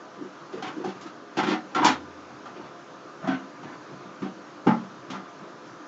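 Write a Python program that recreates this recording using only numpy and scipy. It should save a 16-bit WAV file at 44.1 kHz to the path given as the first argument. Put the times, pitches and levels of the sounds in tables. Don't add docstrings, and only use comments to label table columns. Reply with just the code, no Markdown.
import sys
import numpy as np
from scipy import signal
from scipy.fft import rfft, irfft, next_fast_len
from scipy.io import wavfile
from scipy.ndimage import uniform_filter1d, map_coordinates

SR = 44100
rng = np.random.default_rng(int(sys.argv[2]) if len(sys.argv) > 2 else 0)


def output_pcm(signal):
    pcm = np.clip(np.atleast_2d(signal).T, -1, 1) * 32767
    wavfile.write(sys.argv[1], SR, np.round(pcm).astype(np.int16))


def ratio_of_db(decibels):
    return 10 ** (np.asarray(decibels, float) / 20)


N = 258867


def unit(x):
    return x / np.sqrt(np.mean(x ** 2) + 1e-20)


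def along(points, hz):
    f, v = np.transpose(points)
    return np.interp(np.log(hz + 1), np.log(f + 1), v)


def filtered(x, response):
    m = next_fast_len(N + 8192)
    spectrum = rfft(x, m) * response(np.fft.rfftfreq(m, 1 / SR))
    return irfft(spectrum, m)[..., :N]


def wobble(rate):
    knots = rng.standard_normal(N // 500)
    return map_coordinates(knots, [np.arange(N) * rate / SR])


def rings(hz, t60, strengths, cycles):
    t = np.arange(SR // 3) / SR
    hz, t60 = hz[:, None], t60[:, None]
    swell = 1 - np.exp(-t * hz / cycles)
    modes = ratio_of_db(-60 * t / t60) * swell * np.exp(2j * np.pi * hz * t)
    return (strengths @ modes).imag


def chance(events, count, scatter_db):
    draw = rng.standard_normal((events, 2, count))
    return ratio_of_db(scatter_db * draw[:, 0]) * np.exp(4j * draw[:, 1])


def place(times, sounds):
    out = np.zeros(N + SR)
    for s, sound in zip(times, sounds):
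        out[round(s * SR):][:len(sound)] += sound
    return out[:N]


def lid_events():
    # start_s, peak_db, bright_db, clank_db, clank_hz
    snaps = np.array([(.526, -42.5, -12.5, 3, 635), (0.6228, -32, -14, -4, 784),
                      (0.6653, -32.5, -17, -9, 1590), (.84, -41.5, -9.5, 10.5, 786),
                      (1.0098, -41.5, -7, -8, 1200), (1.369, -25, -12, 0.5, 810),
                      (1.7474, -25, -14.5, -5.5, 1300), (1.832, -32.5, -9, 13.5, 900),
                      (1.8443, -17.5, -7.5, 4, 950), (1.8942, -21, -21, -15.5, 950),
                      (2.4555, -46.5, -13, 13.5, 1114), (3.2256, -48, -24, 10.5, 620),
                      (3.272, -30.5, -15, 4.5, 693), (3.63, -43.5, -18, -2.5, 750),
                      (3.7224, -52.5, -22, 8.5, 1570), (4.2187, -41, -13, 5, 1104),
                      (4.6678, -29, -18, 12, 834), (4.685, -42.5, -30.5, 17.5, 870),
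                      (5.1004, -34, -11, -4, 1130)])
    # start_s, peak_db, clank_db, clank_hz
    bends = np.array([(0.5741, -42.5, -1, 1200), (.64, -33.5, -2.5, 775), (.688, -43, 4, 1550),
                      (.856, -40, 1, 894), (0.8787, -35.5, -16, 830), (1.815, -26, 10.5, 930),
                      (1.059, -40, 0.5, 1200), (1.385, -22.5, 3, 796), (1.43, -23.5, -1.5, 790),
                      (1.4647, -24, -10, 1150), (1.4806, -20.5, -23, 1170), (1.5035, -23.5, -2.5, 990),
                      (1.5233, -28.5, -1, 732), (1.76, -26.5, 4.5, 774), (1.776, -28.5, 5, 910),
                      (1.8599, -14, -3, 950), (2.5598, -42.5, -7, 1170), (2.5876, -52.5, 12, 870),
                      (2.641, -46, 6, 1160), (3.2375, -47.5, 16.5, 640), (3.284, -34, 1, 1510),
                      (3.311, -35, 4, 1520), (3.3279, -36, -9, 760), (3.3608, -50, -2, 662),
                      (3.668, -47, 7, 1710), (4.2496, -44.5, 3, 776), (4.70, -41, 11, 1250),
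                      (4.7194, -59, 16, 869), (5.1293, -37, 5, 964), (5.1485, -42, 8, 1187)])
    snap_rise_s, bend_rise_s = 0.0024, 0.0055
    duller_db = -5.5
    before = np.searchsorted(snaps[:, 0], bends[:, 0]) - 1
    bends = np.insert(bends, 2, snaps[before, 2] + duller_db, axis=1)
    rise = np.repeat([snap_rise_s, bend_rise_s], [len(snaps), len(bends)])
    return np.column_stack([np.vstack([snaps, bends]), rise])


def lid():
    # mode_hz, level_db, t60_s
    lid_modes = [(654.5, 5.5, 0.19), (735, 9, 0.066), (771.3, 4.5, 0.13), (858.5, 5.5, 0.17),
                 (936, 1, 0.24), (990, -2, 0.17), (990, -18.5, 0.065), (1172, -10, 0.15),
                 (1260, -0.5, 0.067), (1212, 8.5, 0.072), (1342, 11, 0.23), (1355, 8, 0.061),
                 (1510, 0.5, 0.21), (1544, 13, 0.047), (1734, -1, 0.15), (1782, -6.5, 0.13),
                 (1810, -22.5, 0.12), (1980, -17, .14), (2305, -28.5, .14), (2800, -6, .12)]
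    # hz, level_db
    sheet_colour = [(100, -29), (300, -3), (550, -5), (800, 1), (1200, 2), (2000, -4.5), (3000, -0.5),
                    (4500, 0), (6500, 1), (8500, -3), (12000, -30)]
    # hz, t60_s
    sheet_decay = [(500, 0.14), (2000, 0.17), (4000, 0.15), (8000, 0.093)]
    s, db, bright_db, clank_db, clank_hz, rise = np.transpose(lid_events())[:, :, None]

    hz, level, t60 = np.transpose(lid_modes)
    near = np.exp(-.5 * (np.log2(hz / clank_hz) / 0.1) ** 2) + 0.15
    strengths = ratio_of_db(clank_db + level - 4.0) * near
    strengths = strengths * chance(len(s), count=len(hz), scatter_db=2.0)
    clank = rings(hz, np.minimum(t60, .15), strengths, cycles=0.89)

    f, frame, z = signal.stft(rng.standard_normal(clank.shape), SR, nperseg=512)
    tilt_octaves = np.log2(np.maximum(f, 2000) / 2800)
    colour_db = along(sheet_colour, f) + (bright_db + 4.5) * tilt_octaves
    colour_db += 0.54 * clank_db / (1 + (f / 1800) ** 4)
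    streaks_db = 1.43 * rng.standard_normal(colour_db.shape)
    dying = ratio_of_db(-60 * frame / along(sheet_decay, f)[:, None])
    z = z * ratio_of_db(colour_db + streaks_db)[:, :, None] * dying
    crash = signal.istft(z, SR, nperseg=512)[1][:, :clank.shape[1]]

    t = np.arange(clank.shape[1]) / SR
    swell = 1 - np.exp(-t / rise)
    rattle = ratio_of_db(1.2 * wobble(120))
    return rattle * place(s[:, 0], ratio_of_db(db) * swell * (clank + ratio_of_db(6.0) * crash))


def body_events():
    # start_s, peak_db, wall_hz
    taps = [(0.173, -28, 360), (0.245, -28.5, 353), (0.534, -25.5, 395), (0.572, -27.5, 440),
            (0.632, -27.5, 300), (0.685, -35, 324), (0.766, -22.5, 308), (0.801, -22.5, 363),
            (0.846, -21, 352), (0.879, -27, 360), (1.057, -30.5, 298), (1.371, -11.5, 310),
            (1.483, -14.5, 310), (1.40, -32, 324), (1.504, -18, 306), (1.52, -19, 352), (1.756, -17.5, 308),
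            (1.8, -16, 315), (2.478, -36.5, 390), (2.556, -35, 370), (2.59, -29.5, 317), (2.63, -37, 320),
            (3.636, -29.5, 288), (4.233, -28, 293), (4.665, -14, 374), (4.669, -6, 270), (4.70, -15, 228)]
    # start_s, peak_db, belly_db, drum_db, thud_db
    shoves = [(0.208, -25.5, -9.5, -18.5, -16), (0.862, -35.5, -7, -2, -13), (1.431, -18, -18.5, -9, -15),
              (1.461, -19, -25, -5.5, -34), (1.845, -13, -15, -18.5, -24), (1.89, -23, 3.5, -44, -21),
              (3.235, -37, -3, 3.5, 10.5), (3.276, -21, 4.5, -9, -9), (3.325, -27.5, 6, -28, -7.5),
              (3.718, -44, 3.5, -22, -22), (3.914, -41, -3, -8, 10), (4.05, -44.5, -4, 1, 7),
              (4.217, -21.5, -9, -5.5, -22), (4.253, -24.5, -19.5, -20.5, -18), (4.663, -21.5, 4.5, 8, 4.5),
              (4.685, -20.5, 0, -4.5, 0), (4.718, -47, 5, -1, -12), (5.102, -33.5, 3.5, -3.5, 0),
              (5.145, -36, -5, 2, -16), (5.4, -39, -14, -9, -2)]
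    shove_wall_hz = 309
    knocks = [(*tap, -16, -20, -20.5) for tap in taps]
    return knocks + [(s, db, shove_wall_hz, *low) for s, db, *low in shoves]


def body():
    # mode_hz, level_db, t60_s
    body_modes = [(144.2, -1, 0.21), (192.9, 6.5, 0.3), (262.3, 4, 0.33), (228.5, -1, 0.23),
                  (295.8, -6, 0.14), (314.7, -3.5, 0.18), (357.4, -2, 0.18), (386, 0, 0.076),
                  (447.7, -5, 0.28), (514, 0, 0.078)]
    s, db, pitch_hz, belly_db, drum_db, thud_db = np.transpose(body_events())[:, :, None]
    hz, level, t60 = np.transpose(body_modes)
    wall = np.exp(-.5 * (np.log2(hz[3:] / pitch_hz) / 0.17) ** 2) + 0.21
    share = np.hstack([ratio_of_db(thud_db), ratio_of_db(drum_db), ratio_of_db(belly_db), wall])
    strengths = ratio_of_db(db + level - 3) * share
    strengths = strengths * chance(len(s), count=len(hz), scatter_db=0.47)
    knocks = place(s[:, 0], rings(hz, t60, strengths, cycles=1.08))
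    grip = ratio_of_db(.8 * wobble(45))
    return grip * knocks + floor_boom()


def floor_boom():
    # level_db, t60_s
    rocking = (-42.5, 1.3)
    boom_db, boom_t60 = rocking
    start_s, boom_hz, swell_s = 1.875, 86, 0.059
    t = np.clip(np.arange(N) / SR - start_s, 0, None)
    swell = 1 - np.exp(-t / swell_s)
    return ratio_of_db(boom_db - 60 * t / boom_t60) * swell * np.sin(2 * np.pi * boom_hz * t)


def walls(x):
    # hz, t60_s
    room_decay = [(150, 0.47), (600, 0.25), (2500, 0.088), (8000, 0.13)]
    # delay_s, level_db
    far_wall = (.045, -12)
    hz, t, z = signal.stft(rng.standard_normal((2, SR // 2)), SR, nperseg=256)
    dying = ratio_of_db(-60 * t / along(room_decay, hz)[:, None])
    near, far = signal.istft(z * dying, SR, nperseg=256)[1]
    late_s, far_db = far_wall
    tail = near + ratio_of_db(far_db) * np.pad(far, (round(late_s * SR), 0))[:len(far)]
    delayed = np.pad(x, (260, 0))
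    return signal.fftconvolve(delayed, tail / np.linalg.norm(near))[:N]


def rush(spectrum, patchy_db):
    z = signal.stft(rng.standard_normal(N), nperseg=512)[2]
    field = uniform_filter1d(rng.standard_normal(z.shape), 5, 0)
    field = uniform_filter1d(field, 12, 1)
    noise = signal.istft(z * ratio_of_db(patchy_db * unit(field)), nperseg=512)[1][:N]
    return unit(filtered(noise, lambda hz: ratio_of_db(along(spectrum, hz))))


def fan(can):
    # hz, level_db
    rumble_colour = [(25, -34), (60, -14), (95, -9.5), (135, 5), (200, -1), (260, -26), (400, -45.5),
                     (800, -120)]
    # hz, level_db
    rush_colour = [(60, -66.5), (160, -9), (300, 0.5), (500, -8.5), (800, -8), (1200, -5), (1550, -8),
                   (2000, -17), (3500, -21.5), (6500, -25), (9000, -40.5), (20000, -22.5)]
    # time_s, level_db
    rush_level = [(0.0, -57), (0.29, -57), (0.6, -56), (0.75, -54.5), (1.19, -57.5), (1.85, -55.5),
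                  (3.02, -57), (3.96, -56), (4.48, -56.5), (5.41, -56), (5.87, -56)]
    # pitch_hz, level_db
    tone_table = [(301.5, -57.5), (344.5, -56.5), (414.5, -58.5), (506.0, -57), (554.5, -59.5),
                  (624.5, -60), (699.8, -58), (1001, -61.5), (1200, -56.5), (1303, -64)]
    t = np.arange(N) / SR
    linger_s, floor_shake_db, scrape_db = 0.051, -24, -31
    effort = uniform_filter1d(np.abs(can), round(linger_s * SR))

    rumble_gain = ratio_of_db(-58 + wobble(2.8)) + ratio_of_db(floor_shake_db) * effort
    lumps = ratio_of_db(1.5 * wobble(14))
    rumble = rumble_gain * lumps * rush(rumble_colour, patchy_db=2.5)

    air_db = np.interp(t, *np.transpose(rush_level)) + 12.5 + 0.14 * wobble(4.2)
    air_gain = ratio_of_db(air_db) + ratio_of_db(scrape_db) * effort
    air = air_gain * rush(rush_colour, patchy_db=1.33)

    tones = np.zeros(N)
    for hz, db in tone_table:
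        level = ratio_of_db(db + 3.0 + 3.0 * wobble(25))
        tones += level * np.sin(2 * np.pi * hz * t + 0.99 * wobble(20))
    return rumble + air + tones


def scene():
    sheet, drum = lid(), body()
    can = sheet + drum
    answer = walls(ratio_of_db(-2.0) * sheet + ratio_of_db(-15) * drum)
    return (can + answer + fan(can))[None]


def low_pass(x):
    return signal.sosfilt(signal.butter(12, 8390, fs=SR, output="sos"), x)


def record(dry):
    # hz, gain_db
    upper_edge = [(20, -1.5), (6600, -2), (7400, -5), (7900, -16.5), (8350, -32.5), (8500, -85.5),
                  (20000, -120)]
    lean = signal.sosfilt(signal.butter(2, 90, "high", fs=SR, output="sos"), dry)
    ceiling = .62
    lean = lean / (1 + np.abs(lean / ceiling) ** 4) ** .25
    mix = filtered(lean, lambda hz: ratio_of_db(along(upper_edge, hz)))
    return low_pass(mix)


dry = scene()
out = record(dry)
output_pcm(out)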